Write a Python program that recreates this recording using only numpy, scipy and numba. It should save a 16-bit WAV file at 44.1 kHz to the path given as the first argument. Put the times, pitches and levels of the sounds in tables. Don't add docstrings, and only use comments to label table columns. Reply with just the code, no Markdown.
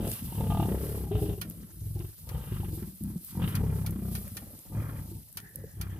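import sys
import numpy as np
from scipy import signal
from scipy.fft import next_fast_len
from scipy.io import wavfile
from scipy.ndimage import uniform_filter1d
from numba import njit

SR = 44100
rng = np.random.default_rng(int(sys.argv[2]) if len(sys.argv) > 2 else 0)


def dump_mix(stems):
    frames = np.atleast_2d(stems).T
    limited = np.clip(frames, -1, 1)
    pcm = np.round(limited * 32767).astype(np.int16)
    wavfile.write(sys.argv[1], SR, pcm)


def invert_db(level):
    return 10 ** (np.asarray(level, dtype=float) / 20)


N = 264159


def rms_one(x):
    return x / np.sqrt(np.mean(x ** 2) + 1e-20)


def in_time(rows):
    s, *columns = np.transpose(rows)
    return [np.interp(np.arange(N) / SR, s, c) for c in columns]


def at_hz(points, hz):
    points_hz, db = np.transpose(points)
    return np.interp(np.log(hz), np.log(points_hz), db)


def drift(rate_hz):
    r = np.exp(-80 * np.pi * rate_hz / SR)
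    white = rng.standard_normal(N // 40 + 2002)
    slow = signal.lfilter([1], [1, -2 * r, r * r], white)[2000:]
    return np.interp(np.arange(N) / 40, np.arange(len(slow)), rms_one(slow))


def cut(x, hz, kind, order=2):
    return signal.sosfilt(signal.butter(order, hz, kind, fs=SR, output="sos"), x)


def steep_low(x, edge_hz):
    return signal.sosfilt(signal.cheby2(12, 60, edge_hz, fs=SR, output="sos"), x)


def fade(x, seconds):
    decay = np.exp(-1 / (max(seconds, 1e-4) * SR))
    return signal.lfilter([1], [1, -decay], x + 1e-18)


def early(x, seconds):
    return np.interp(np.arange(N) + seconds * SR, np.arange(N), x)


@njit
def resonate(x, turn, r):
    y = np.zeros(len(x))
    for i in range(2, len(x)):
        drive = (1 - r[i] ** 2) / 2 * (x[i] - x[i - 2])
        y[i] = drive + 2 * r[i] * np.cos(turn[i]) * y[i - 1] - r[i] ** 2 * y[i - 2]
    return y


def cavities(x, modes, sign=-1):
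    out = 0
    for k, (hz, width_hz, db) in enumerate(modes):
        turn = 2 * np.pi * hz / SR * np.ones(N)
        radius = np.exp(-np.pi * width_hz / SR) * np.ones(N)
        out = out + sign ** k * invert_db(db) * resonate(x, turn, radius)
    return out


def evened(x, seconds=0.12):
    size = int(seconds * SR)
    power = uniform_filter1d(uniform_filter1d(x ** 2, size=size), size=size // 2)
    return x / np.sqrt(power + 1e-12)


ATTACK_DB_PER_S, RELEASE_DB_PER_S = 305, 241


def swells(start, end, first_db, last_db, *traits, floor_db, rise=ATTACK_DB_PER_S, fall=RELEASE_DB_PER_S):
    t = np.arange(0, N + 128, 128)[:, None] / SR
    progress = np.clip((t - start) / np.maximum(end - start, 1e-3), 0, 1)
    hold_db = first_db + (last_db - first_db) * progress
    skirts_db = rise * np.maximum(start - t, 0) + fall * np.maximum(t - end, 0)
    power = invert_db(hold_db - skirts_db) ** 2 + 1e-200
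    total = power.sum(axis=1)
    level_db = 10 * np.log10(total + invert_db(floor_db) ** 2)
    return in_time(np.transpose([t[:, 0], level_db] + [power @ c / total for c in traits]))


PORTS_SHARE = .5


def ports(pair, share=PORTS_SHARE):
    turned = np.imag(signal.hilbert(pair[0], next_fast_len(N)))[:N]
    share = np.clip(share, 0, 1)
    return np.array([pair[0], share * turned + np.sqrt(1 - share ** 2) * pair[1]])


# frequency in Hz, side against mid in dB.
WIDTH = [(60, 36), (110, 17), (200, 16), (380, 11), (700, -3), (1290, 2), (2380, -2), (4400, 1.5),
         (8120, -0.5), (15000, 1)]


def banded_noise(spectrum, patchy_db):
    out, together = 0, drift(25)
    edges = 30 * 2 ** np.arange(0, 9.6, .5)
    white = [ports(pair) for pair in rng.standard_normal((2, 2, N))]
    for k, (low, high) in enumerate(zip(edges, edges[1:])):
        hz = np.sqrt(low * high)
        if high > spectrum[0][0] and low < spectrum[-1][0]:
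            mid, side = cut(white[k % 2], [low, high], "band")
            gain = invert_db(at_hz(spectrum, hz) + patchy_db * (1.1 * together + drift(27.0)))
            out = out + gain * (mid + invert_db(at_hz(WIDTH, hz)) * side * [[1], [-1]])
    return rms_one(out)


def panned(events):
    clicks = np.zeros((2, N))
    for s, peak_db, pan_db, *rest in events:
        clicks[:, int(s * SR)] = invert_db(peak_db + np.array([pan_db, -pan_db]) / 2)
    return clicks


# start in seconds, end in seconds, pulses per second at start,
# pulses per second at end, roughness 0-1.
PHRASES = [(.005, .17, 45, 50, .6), (.19, .32, 36, 40, .6), (.324, .51, 36, 31, .3),
           (.52, .64, 39, 35.5, .2), (.655, .83, 32, 33.5, .12), (.836, 1.09, 36.5, 31, .13),
           (1.113, 1.35, 27, 30, .25), (1.38, 1.76, 32, 30, .6), (1.772, 2.1, 21.3, 23, .15),
           (2.17, 2.3, 30, 30, .7), (2.316, 2.5, 32, 32, .4), (2.522, 2.94, 25.5, 17.5, .17),
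           (3.012, 3.19, 32, 35, .2), (3.21, 3.32, 40, 40, .7), (3.328, 3.46, 45, 46, .13),
           (3.475, 3.6, 44, 44, .5), (3.607, 3.88, 33, 34, .15), (3.895, 4.26, 32, 30.5, .15),
           (4.271, 4.68, 21, 15, .65), (4.702, 4.88, 46, 28, .3), (4.891, 5.24, 31, 30, .4),
           (5.26, 5.54, 30, 30, .7), (5.552, 5.75, 32, 32, .4), (5.772, 5.99, 31, 34, .2)]
LIMPING_PHRASE_S, LIMP_DB = 1.113, 8.5


def folds(slip_s=.005, spread_db=6.0):
    pulses, rough = np.zeros(N), np.zeros(N)
    for start, end, first, last, roughness in PHRASES:
        chance, s = rng.standard_normal((30, 2)), start
        rough[int(start * SR):] = np.clip(roughness, 0, 1)
        for k, (slip, size) in enumerate(chance):
            if s < end:
                at = int((s + slip * slip_s * roughness * (k > 0)) * SR)
                limp_db = LIMP_DB * (start == LIMPING_PHRASE_S and k % 2 == 0)
                pulses[min(at, N - 1)] = invert_db(spread_db * roughness * size - limp_db)
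            s += 1 / np.interp(s, [start, end], [first, last])
    return pulses, rough


def voiced(pulses, rough, puff_s, turbulence=1):
    puffs = rms_one(fade(np.abs(pulses), puff_s) * rng.standard_normal(N))
    return (1 - rough) * rms_one(pulses) + turbulence * rough * puffs


SLOW_PER_S, FAST_PER_S, FAST_DAMPING = 29, 33, 1.6
LIMP_RING = .65


def damping():
    start, end, first, last, rough = np.transpose(PHRASES)
    running = np.clip(np.searchsorted(start * SR, np.arange(N)) - 1, 0, None)
    factor = np.interp((first + last) / 2, [SLOW_PER_S, FAST_PER_S], [1, FAST_DAMPING])
    return np.where(start == LIMPING_PHRASE_S, LIMP_RING, factor)[running]


# full from seconds, held until seconds, chest level at start in dB,
# at end in dB, raised larynx as low throat against chest in dB.
RUMBLES = [(0, 0.12, -25, -42, -2), (0.235, 0.356, -35.5, -45, 2.5), (0.38, 0.493, -30.5, -26.5, 0),
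           (0.52, 0.727, -28.5, -27, 0), (0.766, 1.068, -33.5, -34, -2.5), (1.113, 1.34, -25.5, -31, -6.5),
           (1.413, 1.642, -43.5, -48, 3), (1.791, 2.03, -35.5, -33, -14.5), (2.17, 2.24, -61, -43.5, -6.5),
           (2.327, 2.44, -29.5, -40, -7.5), (2.503, 2.742, -31, -34, -4), (2.8, 2.887, -39.5, -44.5, 3.5),
           (3.029, 3.07, -38.5, -37, 5.5), (3.107, 3.162, -42, -47.5, 2), (3.387, 3.458, -30.5, -30.5, 3),
           (3.47, 3.571, -41, -30, -0.5), (3.595, 3.931, -26, -32.5, -1.5), (3.958, 4.03, -43, -44.5, 18),
           (4.023, 4.169, -34, -33.5, -2), (4.243, 4.575, -40.5, -53.5, -1.5),
           (4.746, 4.784, -33.5, -28, -3), (4.823, 5.177, -35.5, -42.5, -4), (5.38, 5.5, -48.5, -63, 1.5),
           (5.584, 5.647, -41, -44, -3.5), (5.789, 5.987, -33.5, -38, -8.5)]
# full from seconds, held until seconds, throat level in dB, throat ring in Hz,
# jaw opening 0-1.
SNARLS = [(0, 0.093, -36, 303, 0.41), (0.17, 0.257, -58, 312, 0.56), (0.314, 0.39, -49.5, 296, 0.6),
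          (0.399, 0.466, -37.5, 452, 0.52), (0.515, 0.615, -42.5, 444, 0.8), (0.605, 0.628, -35, 335, 0.64),
          (0.654, 0.685, -40, 388, 0.54), (0.693, 0.774, -34, 363, 0.33), (0.82, 0.962, -37, 403, 0.24),
          (0.96, 1.085, -41, 380, 0.39), (1.105, 1.135, -35.5, 384, 0.47),
          (1.159, 1.188, -28.5, 425.6, 0.33), (1.202, 1.275, -31.5, 412, 0.25),
          (1.301, 1.339, -32.5, 399, 0.26), (1.412, 1.8, -49.5, 318, 0.1), (1.834, 1.9, -55.5, 410, 0),
          (1.97, 2.041, -44, 345, 0.3), (2.294, 2.405, -50, 505, 0.59), (2.44, 2.502, -51, 474, 0.47),
          (2.52, 2.567, -49, 362, 0.4), (2.603, 2.708, -46.5, 351, 0.3), (2.718, 2.796, -44, 326, 0.21),
          (2.797, 2.848, -46.5, 360, 0.23), (2.886, 2.9, -58, 292, 0.2), (3.015, 3.045, -54.5, 303, 0),
          (3.04, 3.09, -51.5, 298, 0.39), (3.092, 3.205, -52, 310, 0.25), (3.36, 3.398, -47.5, 322, 0.54),
          (3.402, 3.444, -44, 515, 0.55), (3.458, 3.57, -46, 362, 0.42), (3.613, 3.636, -36.5, 416, 0.43),
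          (3.714, 3.79, -41.5, 393, 0.35), (3.85, 3.862, -51, 392, 0.6), (3.916, 3.988, -44, 318, 0.22),
          (4.025, 4.237, -45.5, 360, 0.43), (4.36, 4.71, -53, 293, 0.44), (4.729, 4.895, -45.5, 296, 0.45),
          (4.916, 5.19, -48.5, 256, 0.4), (5.37, 5.562, -62, 398, 0.48), (5.573, 5.666, -54, 512, 0.2),
          (5.78, 5.906, -53.5, 324, 0.42), (5.95, 5.99, -50, 320, 0.37)]
# time in seconds, mouth ring in Hz.
LIPS = [(0, 820), (.32, 910), (.4, 902), (.45, 850), (.62, 854), (.75, 870), (1.03, 830), (1.16, 760),
        (1.3, 774), (2.05, 810), (2.33, 930), (2.6, 906), (3.4, 940), (3.6, 953), (3.85, 890), (4.05, 673),
        (4.76, 918), (5.99, 830)]
# time in seconds, share of the ring behind the teeth in dB.
TONGUE = [(.1, -12), (.4, -14.5), (.5, -3.5), (1.0, -29), (1.1, -10), (2.1, -30), (2.3, 1), (2.55, 1),
          (3.05, -51), (3.44, -2), (3.75, -25), (4.2, -1), (4.3, -11), (4.6, -10), (4.9, 4), (5.2, -16)]
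SNARL_ATTACK_DB_PER_S, SNARL_RELEASE_DB_PER_S, SNARL_SAG_DB_PER_S = 487, 361, 37.5
FAR_RUMBLE_DB, FAR_SNARL_DB = -67, -80.5
MOUTH_SHUT_DB, MOUTH_OPEN_DB = -32, 18
WANDER = .018


def posture():
    chest_db, low_db = swells(*np.transpose(RUMBLES), floor_db=FAR_RUMBLE_DB)
    start, end, db, hz, jaw = np.transpose(SNARLS)
    sagged_db = db - SNARL_SAG_DB_PER_S * (end - start)
    snarl_db, throat_hz, jaw = swells(start, end, db, sagged_db, hz, jaw, floor_db=FAR_SNARL_DB,
                                      rise=SNARL_ATTACK_DB_PER_S, fall=SNARL_RELEASE_DB_PER_S)
    throat_db = snarl_db - chest_db
    mouth_db = throat_db + MOUTH_SHUT_DB + (MOUTH_OPEN_DB - MOUTH_SHUT_DB) * jaw
    mouth_hz = in_time(LIPS)[0] * (1 + WANDER / 2 * drift(7.6))
    throat_hz = throat_hz * (1 + WANDER * drift(13.8))
    return chest_db, low_db, throat_db, mouth_db, throat_hz, mouth_hz, in_time(TONGUE)[0]


# centre in Hz, width in Hz, level in dB.
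CHEST = [
    (56, 15, 1),
    (97, 14, 2),
]
# centre in Hz, width in Hz, level in dB.
LOW_THROAT = [(153.7, 28.9, 4.5), (167.9, 29.7, 5), (185.6, 12.1, 2), (225, 125, -16)]
# time in seconds, centre of the low throat rings in Hz.
LARYNX = [(0, 149.6), (.5, 153.5), (1.1, 155), (1.42, 176), (1.72, 179), (1.8, 154), (2.3, 155), (2.8, 157),
          (3.04, 176.4), (3.35, 163), (3.6, 161), (3.88, 158), (3.96, 177), (4.22, 180.3), (4.55, 178),
          (4.8, 149), (5.2, 160.4), (5.99, 150.4)]
# time in seconds, share of their ring in dB.
CHEEKS = [(.05, -4.5), (.4, -12.5), (.64, -15), (.7, -6.5), (.82, -12), (1.0, -14.5), (1.15, -37),
          (1.4, -5.5), (2.1, -49), (2.3, -5), (2.55, -16), (3.05, -46), (3.44, -9), (3.75, -16),
          (3.95, -18), (4.3, -8), (4.9, -4), (5.2, -24)]
# time in seconds, firmness 0-1.
FIRMNESS = [(0, 0.71), (.45, 0.58), (.63, 0.56), (1.0, 0.33), (1.12, 0.27), (1.4, 0.11), (1.8, 0.2),
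            (2.3, 0.47), (2.9, 0.49), (3.2, 0.38), (3.55, 0), (3.62, 0.88), (3.9, 0.86), (4.12, 0.86),
            (4.3, 0.52), (4.8, 0.22), (5.3, 0.38), (5.99, 0.46)]
# full from seconds, held until seconds, extra deepest ring in dB.
HEAVY_CAT = [
    (0.757, 1.026, 17),
    (1.72, 1.825, 0),
    (2.3, 2.41, 6),
]
LARYNX_REST_HZ = 170
CHEST_LEAD_S, THROAT_LEAD_S = 0.00835, 0.004233
THUMP_HZ, THUMP_WIDTH_HZ, THUMP_DB, THUMP_LEAD_S = 151.2, 75.9, 1.5, .0015
FIRM_DAMPING, FIRM_CLEARS, FIRM_NECK_DB = 1.67, 0.33, -9.5
BELLY_FOLLOWS = 0.22


def growl(pulses, rough):
    chest_db, low_db, throat_db, mouth_db, throat_hz, mouth_hz, ring_db = posture()
    firm = np.clip(in_time(FIRMNESS)[0], 0, 1)
    damped = 1 + FIRM_DAMPING * firm
    clearing = np.clip(1 - FIRM_CLEARS * firm, 0, 1)
    leak = rough * clearing

    belly, ribs = CHEST
    start, end, extra_db = np.transpose(HEAVY_CAT)
    heavy_db, = swells(start, end, extra_db, extra_db, floor_db=0)
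    body = [(belly[0], belly[1] * damped, belly[2] + BELLY_FOLLOWS * low_db + heavy_db),
            (ribs[0], ribs[1] * damped, ribs[2])]
    chest = cut(cavities(voiced(-pulses, leak, .025, 1.8), body, sign=1), [45, 125], "band")

    thump_mode = [(THUMP_HZ, THUMP_WIDTH_HZ, 0)]
    thump = cavities(cavities(pulses, thump_mode), thump_mode)

    lift = in_time(LARYNX)[0] / LARYNX_REST_HZ
    low_modes = [(hz * lift, width_hz * damped, db) for hz, width_hz, db in LOW_THROAT]
    low = cut(cavities(voiced(pulses, leak, .018, 1.1), low_modes), [128, 260], "band")

    wide = damping()
    tube = voiced(pulses, leak, 0.011) / np.sqrt(wide)
    for width_hz in (32, 120, 170):
        tube = cavities(tube, [(throat_hz, width_hz * wide, 0)])
    muffled = np.clip(rough - (mouth_db + 14) / 24, rough, .9) * clearing
    neck_modes = [(302.5, 32.3 * damped, -0.5 + FIRM_NECK_DB * firm), (544, 224, in_time(CHEEKS)[0])]
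    neck = cut(cavities(voiced(pulses, muffled, 0.089), neck_modes), [250, 680], "band")
    throat = tube + neck

    mouth_modes = [(mouth_hz * 0.802, 60, -3), (mouth_hz, 60, 0), (1060, 200, -22), (1210, 35, ring_db)]
    mouth = cut(cavities(voiced(pulses, muffled, 0.03), mouth_modes), [560, 1400], "band")

    mix = early(evened(chest), CHEST_LEAD_S)
    mix = mix + firm * invert_db(THUMP_DB) * early(evened(thump), THUMP_LEAD_S)
    mix = mix + invert_db(low_db) * early(evened(low), THROAT_LEAD_S)
    mix = mix + invert_db(throat_db) * early(evened(throat), THROAT_LEAD_S)
    mix = mix + invert_db(mouth_db) * evened(mouth)
    return invert_db(chest_db) * mix


# full from seconds, held until seconds, level at start in dB, at end in dB,
# bared teeth as bright against dull part in dB.
HISSES = [(0, 0.182, -54.5, -54, 1), (0.213, 0.46, -62.5, -54, 0.5), (0.494, 0.649, -52.5, -53, 3),
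          (0.678, 1.03, -50, -56, -9), (1.128, 1.337, -55.5, -57, 3), (1.41, 1.683, -62.5, -69, -6),
          (1.997, 2.075, -57, -66, -1), (2.302, 2.668, -56, -55, -3), (2.801, 2.86, -54.5, -62, -13),
          (3.058, 3.157, -63, -67.5, -17), (3.29, 3.424, -61, -56, -14), (3.43, 3.466, -44.5, -46, -1),
          (3.503, 3.54, -51, -49, -6), (3.54, 4.21, -51.5, -63, -12.5), (4.27, 4.283, -52, -59, -12),
          (4.354, 4.7, -60.5, -74, -10), (4.753, 4.9, -52, -46, -29), (4.969, 5.1, -51.5, -79, -15),
          (5.825, 5.88, -45.5, -59, -16), (5.903, 5.99, -61, -60, -6)]
# time in seconds, share.
STEADY_BREATH = [(0, .1), (.35, .03), (.7, 0.041), (1.0, 0.3), (1.4, 0.054), (2.2, 0.075), (2.3, 0.76),
                 (2.55, 0.85), (2.62, 0.055), (3.3, 0.07), (3.55, .08), (3.7, 0.025), (4.7, .05),
                 (4.8, 0.15), (5.7, .1), (5.8, 0.55), (5.99, .6)]
# centre in Hz, width in Hz, level in dB.
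TEETH = [(2532, 26, 7), (2803, 150, 7), (3146, 174, 6), (3650, 400, 1)]
# centre in Hz, width in Hz, level in dB.
PALATE = [(1046, 153, 7.5), (1365, 155, 6.5), (1607, 67, 8), (1943, 250, 2.5), (2445, 130, 1.5),
          (3240, 105, -3.5)]
FAR_HISS_DB = -106


def rasp(pulses, rough):
    dull_db, bared_db = swells(*np.transpose(HISSES), floor_db=FAR_HISS_DB, rise=SNARL_ATTACK_DB_PER_S)
    bright_db = dull_db + bared_db
    steady = np.clip(in_time(STEADY_BREATH)[0], 0, 2)
    throb = .04 + 2 * rough ** 2 + fade(pulses, .014) + steady
    spurt = .05 + rough ** 2 * 1.3 + fade(pulses, .01) + steady
    sides = []
    for air in ports(rng.standard_normal((2, N)), share=PORTS_SHARE + 0.11):
        bright = cut(cavities(spurt * air, TEETH), [2100, 4300], "band")
        dull = cut(cavities(throb * air, PALATE), 3500, "low", order=4)
        sides.append(invert_db(bright_db) * evened(bright) + invert_db(dull_db) * evened(dull))
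    mid, side = sides
    flutter_db = 1.5 * drift(9.5)
    return invert_db(-5.5 + flutter_db) * (mid + invert_db(-1.0) * side * [[1], [-1]])


# delay in seconds, left level in dB, right level in dB.
ECHOES = [
    (.0042, -50, -40.5),
    (0.009, -31, -12),
    (.047, -13.5, -13.5),
    (.083, -21, -29),
]


def outdoors(x):
    out, dull = x * invert_db([[.7], [-.7]]), cut(x, 3300, "low")
    for s, left_db, right_db in ECHOES:
        lag = int(s * SR)
        out[:, lag:] += invert_db([[left_db], [right_db]]) * dull[:-lag]
    return out


# frequency in Hz, density in dB.
BUSH = [(18, -31), (30, 0), (138, 2), (582, 13.5), (1130, 9), (1660, 7), (1820, -39), (2400, -52),
        (3300, -6.5), (7000, 8.5), (9100, -17), (15400, -120)]


def bush():
    return invert_db(-61) * banded_noise(BUSH, patchy_db=3)


# time in seconds, level in dB.
SCUFFLE = [(0, -50.5), (.3, -46), (.95, -45.5), (1.05, -56), (1.55, -54), (2.1, -51.5), (3.9, -53),
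           (4.3, -50), (4.65, -51), (4.8, -53.5), (5.35, -55), (5.99, -58)]
# time in seconds, peak in dB.
SWEEPS = [(0.096, -36.5), (.85, -45), (.98, -46.5), (1.217, -43), (1.865, -54), (2.53, -52.5),
          (2.755, -45.5), (2.88, -56), (3.03, -78), (3.265, -49), (3.3, -46.5), (3.49, -45), (3.77, -47.5),
          (4.13, -42), (4.5, -65), (4.83, -55), (5.0, -53), (5.1, -52), (5.2, -60.5)]


def rustle_db():
    s, db = np.transpose(SWEEPS)
    sweeps_db, = swells(s, s, db, db, floor_db=-66, rise=202, fall=77)
    return 10 * np.log10(invert_db(sweeps_db) ** 2 + invert_db(in_time(SCUFFLE)[0]) ** 2)


# frequency in Hz, density in dB per Hz.
GRASS = [(1470, -21), (2500, 3), (3180, 1.5), (4760, 4), (6920, 1), (8080, 10.5), (9290, 7), (12300, 12.5),
         (15200, 15), (16000, -85)]


def grass(level_db):
    sizes = invert_db(3.9 * np.minimum(rng.exponential(1, (2, N)), 5)) * rng.choice([-1, 1], (2, N))
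    rate_per_s = 2500 * invert_db(3 * drift(8))
    crackle = sizes * (rng.random((2, N)) < rate_per_s / SR)
    crackle = cut(cut(crackle, [8800, 14500], "band"), [9500, 14000], "band")
    hiss = banded_noise(GRASS, patchy_db=1.0)
    return steep_low(invert_db(level_db) * rms_one(hiss + 0.75 * rms_one(crackle)), 16050)


# start in seconds, peak in dB, L-R in dB, dull part against peak in dB,
# crack pitch in Hz.
SNAPS = [(0.0764, -36, 14, -3, 9000), (4.5907, -44, 14, -5, 8400), (5.7149, -53, 1, -20, 8500),
         (0.116, -26.5, 1, 3, 8800), (1.4988, -28, -1, -20, 13300), (1.51, -40, 5, 4, 12000),
         (1.992, -51, -1, 17.5, 12300), (3.037, -29, 2, -38, 12100), (3.2466, -32.5, 12.5, -46.5, 13000),
         (3.908, -30.5, 2, -30, 11800), (4.13, -57, 3, 20, 11700), (4.279, -32, 0, -12, 12600),
         (5.327, -40, 14, -36, 11700), (5.4015, -36, -1.0, 4, 12500), (5.558, -26, -6, -49, 12200), ]


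def snaps():
    crack = fade(panned(SNAPS), 0.0021) * rng.standard_normal((2, N))
    starts, pitches = np.array(sorted(SNAPS))[:, [0, 4]].T
    hz = pitches[np.clip(np.searchsorted(starts, np.arange(N) / SR) - 1, 0, None)]
    dull_kicks = panned([(s, db + rel_db, pan_db) for s, db, pan_db, rel_db, _ in SNAPS])
    dull = fade(dull_kicks, 0.0012) * rng.standard_normal((2, N))
    pitched = np.array([cavities(cavities(c, [(hz, 5000, 0)]), [(hz, 5500, 0)]) for c in crack])
    return invert_db(4.0) * pitched + invert_db(-6.0) * cut(dull, [1500, 7000], "band")


# start in seconds, peak in dB, L-R in dB.
SHUTTERS = [
    (1.4132, -26, -3.5),
    (2.2892, -35.5, 4),
    (3.5518, -26, -0.5),
    (3.8621, -29, -1.5),
    (4.1505, -28, -2),
    (4.368, -28.5, -1),
    (5.3706, -27, 1),
    (5.8117, -28.5, 0.0),
]
# centre in Hz, width in Hz, level in dB.
SHUTTER_BLADES = [(4170, 760, -11.5), (6550, 1900, -15), (8860, 1140, -9.5), (12000, 2500, -6.5),
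                  (15300, 1400, -18)]
# centre in Hz, width in Hz, level in dB.
SHUTTER_BODY = [(850, 460, -12), (1407, 90, -2), (1815, 53, 1), (2334, 185, -4), (3250, 610, -9.5)]


def shutters():
    kick, noise = panned(SHUTTERS), rng.standard_normal((2, N))
    rattle = fade(kick, 0.0079) - fade(kick, 0.00065) + invert_db(-13.0) * fade(kick, 0.012)
    knock = fade(kick, 0.014) - fade(kick, 0.001)
    blades = np.array([cavities(x, SHUTTER_BLADES) for x in noise * rattle])
    body = np.array([cavities(x, SHUTTER_BODY) for x in noise * knock])
    return invert_db(8.0) * blades + invert_db(5.0) * body


# start in seconds, peak in dB, pitch in Hz, t60 in seconds.
CHUFFS = [
    (2.632, -33.5, 823, 0.037),
    (3.158, -21, 176, 0.093),
    (4.267, -45, 573, 0.09),
    (4.505, -42, 580, 0.035),
    (5.115, -35, 330, 0.093),
    (5.639, -30, 440, 0.043),
]


def chuffs():
    out = np.zeros(N)
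    for s, peak_db, hz, t60_s in CHUFFS:
        at = int(s * SR)
        t = np.arange(min(int(.15 * SR), N - at)) / SR
        level = invert_db(peak_db - 60 * t / t60_s) * (1 - np.exp(-t / 0.0015))
        out[at:at + len(t)] += level * np.sin(2 * np.pi * hz * t)
    return out


# time in seconds, level in dB.
WHEEZE = [
    (5.4, -63),
    (5.46, -53.5),
    (5.53, -63),
    (5.66, -60.5),
    (5.79, -67),
    (5.88, -68),
    (5.925, -55),
    (5.985, -71),
]
# time in seconds, level against lower in dB.
WHEEZE_UPPER = [
    (5.4, -28),
    (5.72, -28),
    (5.77, 1),
    (5.99, -3),
]


def wheeze():
    before, after = (WHEEZE[0][0] - .01, -110), (WHEEZE[-1][0] + .01, -110)
    level_db, = in_time([before] + WHEEZE + [after])
    upper_db, = in_time(WHEEZE_UPPER)
    air = []
    for n in rng.standard_normal((2, N)):
        lower = cavities(cavities(n, [(1740, 140, 8), (2030, 57, 0)]), [(1850, 1300, 0)])
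        upper = cavities(cavities(n, [(3220, 120, upper_db)]), [(3220, 400, 3)])
        air.append(lower + upper)
    return invert_db(level_db - 2.6 + 0.61 * drift(30)) * rms_one(np.array(air))


def scene():
    pulses, rough = folds()
    cats = invert_db(-1.5) * (outdoors(growl(pulses, rough)) + chuffs()) + rasp(pulses, rough) + wheeze()
    return cats + bush() + grass(rustle_db()) + snaps() + shutters()


def roll_off(x):
    return signal.sosfilt(signal.butter(12, 16670, fs=SR, output="sos"), x)


def record(dry):
    mix = cut(steep_low(dry, 16650), 39.7, "high", order=4)
    return roll_off(mix)


dry = scene()
out = record(dry)
dump_mix(out)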